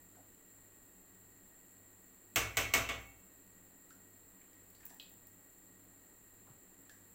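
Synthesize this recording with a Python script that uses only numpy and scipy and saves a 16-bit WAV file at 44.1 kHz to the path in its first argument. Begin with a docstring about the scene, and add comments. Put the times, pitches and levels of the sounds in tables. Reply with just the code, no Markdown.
"""A pan of sauce simmers on a hissing gas ring in a tiled kitchen: shaped noise, tiny decaying tones, mains hum.
Near the start the sauce plops and sloshes. The spoon then knocks the rim three times and is laid across it;
noise cracks and clatter, decaying steel modes and a hob boom make each blow.
Unstirred, the sauce wells up, plops, spits and sizzles in damped noise bursts; the resting spoon slips, ticking.
Last, the spoon dips back in: a dull bump and slosh, then one more plop."""
import sys
import numpy as np
from scipy import signal
from scipy.fft import rfft, irfft, next_fast_len
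from scipy.io import wavfile

SR = 44100
rng = np.random.default_rng(int(sys.argv[2]) if len(sys.argv) > 2 else 0)


def dump(signal):
    """Clip the signal to [-1, 1] and save it as 16-bit WAV at the path in sys.argv[1]."""
    limited = np.clip(np.atleast_2d(signal).T, -1, 1)
    pcm = np.round(limited * 32767).astype(np.int16)
    wavfile.write(sys.argv[1], SR, pcm)


N = 315182
TIME = np.arange(N) / SR

# crowded short modes of spoon, pan and grate: (frequency [Hz], relative density [dB per Hz])
CLATTER_COLOUR = [(40, -8), (100, 1.5), (190, -9.5), (280, -4), (600, -2), (880, -8.5), (1250, -1.5),
                  (1750, -4.5), (2350, 1.5), (3200, -9), (4700, -16), (6200, -8.5), (7900, -9.5),
                  (9400, -20.5), (12000, -19.5), (14700, -9), (16000, -19)]
# clatter decay in the kitchen: (frequency [Hz], t60 [s])
CLATTER_DECAY = [(60, 0.75), (300, 0.41), (1000, 0.46), (2500, 0.4), (6000, 0.3), (10000, 0.32),
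                 (15000, 0.27)]


def from_db(db):
    """Decibels to amplitude gain."""
    return 10 ** (np.asarray(db) / 20)


def rms_one(x):
    """Scale to unit power."""
    return x / np.sqrt(np.mean(x ** 2) + 1e-20)


def at_hz(points, hz):
    """Interpolate a table on a log-frequency axis."""
    table = np.array(points)
    return np.interp(np.log(np.maximum(hz, 1)), np.log(table[:, 0]), table[:, 1])


def fade(t, t60):
    """Exponential decay, 60 dB in t60 seconds."""
    return np.exp(-np.log(1000) * t / t60)


def add(out, start_s, sound):
    """Mix a sound in at start_s."""
    start = max(round(start_s * SR), 0)
    out[start:start + len(sound)] += sound[:N - start]


def noise(gain_at, size):
    """Unit-power noise coloured by a function of frequency."""
    padded = next_fast_len(size)
    hz = np.fft.rfftfreq(padded, 1 / SR)
    spectrum = rfft(rng.standard_normal(padded)) * gain_at(hz)
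    return rms_one(irfft(spectrum, padded)[:size])


def band(centre_hz, octaves):
    """Colour of a broad resonance."""
    return lambda hz: 1 / np.sqrt(1 + (2 * np.log2((hz + 1) / centre_hz) / octaves) ** 6)


def tilt(hz, db_per_octave, corner_hz=3800):
    """Treble slope above a corner; a softer contact has a more negative one."""
    return from_db(db_per_octave * np.log2(1 + (hz / corner_hz) ** 2) / 2)


def swell(crest_s, half_s, calm_db, crest_db):
    """Gain rising from a calm level to one rounded crest and sinking back."""
    return from_db(calm_db + (crest_db - calm_db) * np.exp(-((TIME - crest_s) / half_s) ** 2))


def pop(hz, octaves, t60, room_db=-9.0, room_t60=0.39):
    """Damped noise burst with a diffuse echo off the tiles; a very short one feeds the room less."""
    t = TIME[:SR // 2]
    feed = np.sqrt(min(t60 / .04, 1))
    echo = feed * from_db(room_db) * fade(t, room_t60)
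    envelope = np.hypot(fade(t, t60), echo)
    return noise(band(hz, octaves), size=len(t)) * envelope


def hum():
    """Steady mains tones and a motor just below one of them; the close pair beats slowly."""
    # (frequency [Hz], level [dB rms])
    hum_tones = [(50, -81.5), (98.25, -80), (100, -77.5)]
    out = np.zeros(N)
    for hz, db in hum_tones:
        out += np.sqrt(2) * from_db(db) * np.sin(2 * np.pi * (hz * TIME + rng.random()))
    return out


def burner(flame_db=-64.5, skirt=2.3):
    """Broad flame rush, plus breathy noise bands where the gas jet whistles in the burner tube."""
    # flame rush: (frequency [Hz], relative density [dB per Hz])
    flame_colour = [(20, -1), (55, -4.5), (125, -6), (200, -5), (300, 1), (550, -7.5), (1000, -12),
                    (1700, -14), (3000, -20), (5700, -31.5), (8500, -21.5), (9800, -15.5), (11000, -19.5),
                    (16000, -12.5)]
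    # jet whistles: (centre [Hz], width [Hz], level [dB rms])
    jet_whistles = [(188.3, 19, -75.5), (273.8, 29, -77), (1891, 102, -78.5), (4160, 790, -84),
                    (7467, 570, -65.5), (14560, 500, -69)]
    out = from_db(flame_db) * noise(lambda hz: from_db(at_hz(flame_colour, hz)), size=N)
    for centre, width, db in jet_whistles:
        whistle = noise(lambda hz: (1 + (2 * (hz - centre) / width) ** 2) ** (-skirt / 2), size=N)
        out += from_db(db) * whistle
    return out


def simmer(count=2000, cycles=20, size_range_db=7):
    """Tiny bubbles burst at random, each a short ring at its own pitch; the boil swells once."""
    # (crest time [s], half length [s], calm level [dB], crest level [dB])
    boil_swell = (4.5, 0.2, -87.5, -81.5)
    out, t = np.zeros(N), TIME[:SR // 20]
    for when, pitch, size in rng.random((count, 3)):
        hz = 1300 * 2.7 ** pitch
        ring = np.sin(2 * np.pi * hz * t) * fade(t, cycles / hz)
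        add(out, when * TIME[-1], from_db(size_range_db * size) * ring)
    return swell(*boil_swell) * rms_one(out)


def sizzle(per_s=220, grain_t60=0.021, centre_hz=14700, octaves=0.19):
    """Countless small spits: random decaying grains gate a very high noise band, swelling once."""
    # (crest time [s], half length [s], calm level [dB], crest level [dB])
    sizzle_swell = (5.05, 0.2, -77, -67.5)
    births = (rng.random(N) < per_s / SR) * rng.exponential(1, N)
    grains = signal.lfilter([1], [1, -fade(1 / SR, grain_t60)], births + 1e-18)
    hiss = noise(band(centre_hz, octaves), size=N)
    return swell(*sizzle_swell) * rms_one(grains * hiss)


def sauce(bubble_cycles=44, bubble_octaves=0.26, slosh_t60=0.39):
    """Big bubbles: the skin snaps, the hollow rings at its pitch; moving sauce sloshes softly."""
    # big bubbles: (time [s], level [dB], pitch [Hz])
    bubble_bursts = [(.156, -66, 1400), (3.906, -56, 1450), (4.531, -64, 2100), (4.749, -59, 4330),
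                     (4.806, -60, 1710), (4.896, -59, 6000), (4.9042, -56.5, 1800), (6.8956, -52, 1750)]
    # stirred or welling sauce: (time [s], level [dB], pitch [Hz], width [octaves])
    slosh_bursts = [(.169, -62, 640, 0.64), (4.41, -72, 2000, 0.82), (4.83, -66, 1490, 1.7),
                    (4.905, -65, 810, 0.6), (6.469, -66, 600, 2.3)]
    snap_db, snap_hz, snap_octaves, snap_t60 = -3, 4000, 2.5, 0.018  # level relative to the ring
    out = np.zeros(N)
    for s, db, hz in bubble_bursts:
        ring = pop(hz, bubble_octaves, bubble_cycles / hz)
        snap = from_db(snap_db) * pop(snap_hz, snap_octaves, snap_t60)
        add(out, s, from_db(db) * (ring + snap))
    for s, db, hz, octaves in slosh_bursts:
        add(out, s, from_db(db) * pop(hz, octaves, slosh_t60))
    return out


def spits(fizz_hz=14800, fizz_octaves=0.15, click_db=-9, click_hz=11000, click_octaves=1.6):
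    """The loudest droplets flash to steam on hot steel: a broad click and a very high fizz."""
    # (time [s], level [dB])
    droplets = [(4.7022, -51.5), (4.8536, -41), (4.865, -45.5), (4.9437, -55), (5.27, -50)]
    out = np.zeros(N)
    for s, db in droplets:
        fizz = pop(fizz_hz, fizz_octaves, t60=.022, room_db=-12, room_t60=.2)
        click = from_db(click_db) * pop(click_hz, click_octaves, t60=.016)
        add(out, s, from_db(db) * (fizz + click))
    return out


def spoon_touches(tick_hz=3440, tick_octaves=0.71, tick_t60=0.019,
                  bump_hz=108, bump_octaves=1.4, bump_t60=0.23):
    """The resting spoon slips on the rim, a ringing tick; later it nudges the pan bottom, a dull bump."""
    # tick ring: (frequency [Hz], level relative to tick [dB], t60 [s])
    tick_modes = [(2540, -15.5, 0.32), (3262, -18, .25), (3898, -12, 0.17)]
    tick_s, tick_db = 4.9985, -44
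    bump_s, bump_db = 6.502, -60
    out, t = np.zeros(N), TIME[:SR // 2]
    ring = sum(from_db(db) * np.sin(2 * np.pi * hz * t) * fade(t, t60) for hz, db, t60 in tick_modes)
    tick = pop(tick_hz, tick_octaves, tick_t60)
    add(out, tick_s, from_db(tick_db) * (tick + ring))
    add(out, bump_s, from_db(bump_db) * pop(bump_hz, bump_octaves, bump_t60))
    return out


def clatter(t, slope, swell_cycles=2.9):
    """Crowded modes and their reflections: lows swell later, each band has its own decay."""
    colour = lambda hz: from_db(at_hz(CLATTER_COLOUR, hz)) * tilt(hz, slope)
    spectrum = rfft(noise(colour, size=len(t)))
    bins = np.fft.rfftfreq(len(t), 1 / SR)
    centres = [hz for hz, t60 in CLATTER_DECAY]
    out = 0
    # identity rows become overlapping triangular bands
    for (hz, t60), share in zip(CLATTER_DECAY, np.eye(len(centres))):
        part = irfft(spectrum * at_hz(list(zip(centres, share)), bins), len(t))
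        out = out + part * fade(t, t60) * (1 - np.exp(-t * hz / swell_cycles))
    return out


def pan_ring(t, slope, ring_db, boom_db, hob_hz=200, swell_cycles=0.63):
    """The hob booms; each steel mode is three close partials that start in phase, then beat."""
    # pan and hob: (frequency [Hz], relative level [dB], t60 [s])
    pan_modes = [(60, -44.7, 0.85), (103.5, -45.9, 0.8), (113, -48.8, 0.7), (264, -51, 0.8),
                 (455, -46, 0.4), (672, -44.2, 0.6), (783, -49.8, 0.7), (1147, -39.8, 0.5),
                 (1514, -44.7, 0.45), (1944, -40.8, 0.5), (2020, -43.0, 0.62), (2105, -45.5, 0.4),
                 (2214, -33, 0.54), (2414, -44.4, 0.55), (2565, -44.8, 0.5), (2670, -42, 0.66),
                 (2697, -47.6, 0.75), (3023, -46.1, 0.55), (3232, -47.9, 0.6), (3768, -51.0, 0.5),
                 (4097, -50, 0.5), (4401, -50.6, 0.5), (4953, -53, 0.45), (5392, -46.9, 0.42),
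                 (5884, -50, 0.54), (6019, -44.6, 0.42), (6428, -46.8, 0.5), (6973, -48, 0.35),
                 (7762, -44, 0.3), (8095, -47.7, 0.32), (12380, -50.8, 0.25), (13010, -43.8, 0.26),
                 (13685, -42.6, 0.27), (14350, -40.5, 0.27), (14945, -44.0, 0.27)]
    out = 0
    for hz, db, t60 in pan_modes:
        if hz < hob_hz:
            swing = from_db(boom_db) * np.sin(2 * np.pi * hz * t)
        else:
            split_hz = hz * (1 + .0035 * np.array([0, -1, 1]) * rng.uniform(.4, 1.8, 3))
            partials = np.sin(2 * np.pi * (np.outer(split_hz, t) + rng.random()))
            swing = from_db(ring_db) * np.array([.85, .4, .4]) @ partials
        radiation = tilt(hz, 2.5, corner_hz=5000)
        envelope = fade(t, t60) * (1 - np.exp(-t * hz / swell_cycles))
        out = out + from_db(db) * radiation * tilt(hz, slope) * swing * envelope
    return out


def overtones(count=130, spread_db=2):
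    """Many weak higher steel modes, unevenly spaced, shared by every blow: (Hz, relative dB)."""
    hz = np.geomspace(2600, 12500, count) * (1 + .005 * rng.standard_normal(count))
    # density times the spacing, which grows with frequency
    db = at_hz(CLATTER_COLOUR, hz) + 10 * np.log10(hz)
    return hz, db + spread_db * rng.standard_normal(count)


def shimmer(t, slope, modes):
    """The weak modes ring together as a metallic sheen."""
    hz, db = modes
    gain = from_db(db + 2 * rng.standard_normal(len(hz)))
    gain = gain / np.sqrt(np.sum(gain ** 2) / 2)  # unit power before the tilt
    gain = gain * tilt(hz, slope)
    swings = np.sin(2 * np.pi * (np.outer(hz, t) + rng.random((len(hz), 1))))
    return gain @ (swings * fade(t, at_hz(CLATTER_DECAY, hz)[:, None]))


def knocks(clatter_db=-29, crack_db=-25, ring_db=-1.0, sheen_db=-33, crack_t60=0.032,
           spoon_hz=3100, spoon_octaves=0.39, spoon_t60=0.27):
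    """Spoon on rim: a crack, the jolted pan's clatter and ring, and the spoon's note echoing in the room."""
    # (time [s], level [dB], treble tilt [dB per octave], crack [dB], steel ring [dB], hob boom [dB],
    #  spoon note [dB]); the parts are relative to the level
    rim_blows = [(2.3589, 0, -1.5, 0.5, -2.5, 2, -49), (2.5699, -2.5, -1.7, -3, 1, 3, -38.5),
                 (2.7375, .5, -2, 1.5, 0.5, -1.5, -40), (2.8894, -10, -7, -6.5, 1.5, 3, -30.5)]
    # first contact of wood and steel: (frequency [Hz], relative density [dB per Hz])
    crack_colour = [(300, -96), (1200, -4), (2400, 8), (4700, 6), (6200, -16), (7700, 20), (9500, -7),
                    (15000, 11)]
    out, t, modes = np.zeros(N), TIME[:SR], overtones()
    for s, db, slope, hard_db, free_db, boom_db, spoon_db in rim_blows:
        crack = noise(lambda hz: from_db(at_hz(crack_colour, hz)) * tilt(hz, slope), size=len(t))
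        crack = crack * fade(t, crack_t60)
        spoon = noise(band(spoon_hz, spoon_octaves), size=len(t)) * fade(t, spoon_t60)
        wood = from_db(crack_db + hard_db) * crack + from_db(spoon_db) * spoon
        ring = from_db(ring_db) * pan_ring(t, slope, free_db, boom_db)
        pan = from_db(clatter_db) * clatter(t, slope) + ring
        add(out, s, from_db(db) * (wood + pan))
        add(out, s, from_db(db + sheen_db) * shimmer(t[:SR // 2], slope, modes))
    return out


def scene():
    """Sum of all sources, one channel."""
    background = hum() + burner() + simmer() + sizzle()
    return (background + sauce() + spits() + spoon_touches() + knocks())[None]


def record(dry, cutoff_hz=15900):
    """Steep elliptic low-pass cuts the top."""
    lowpass = signal.ellip(12, .1, 80, cutoff_hz, fs=SR, output="sos")  # ripple, stopband [dB]
    return signal.sosfilt(lowpass, dry)


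dry = scene()
out = record(dry)
dump(out)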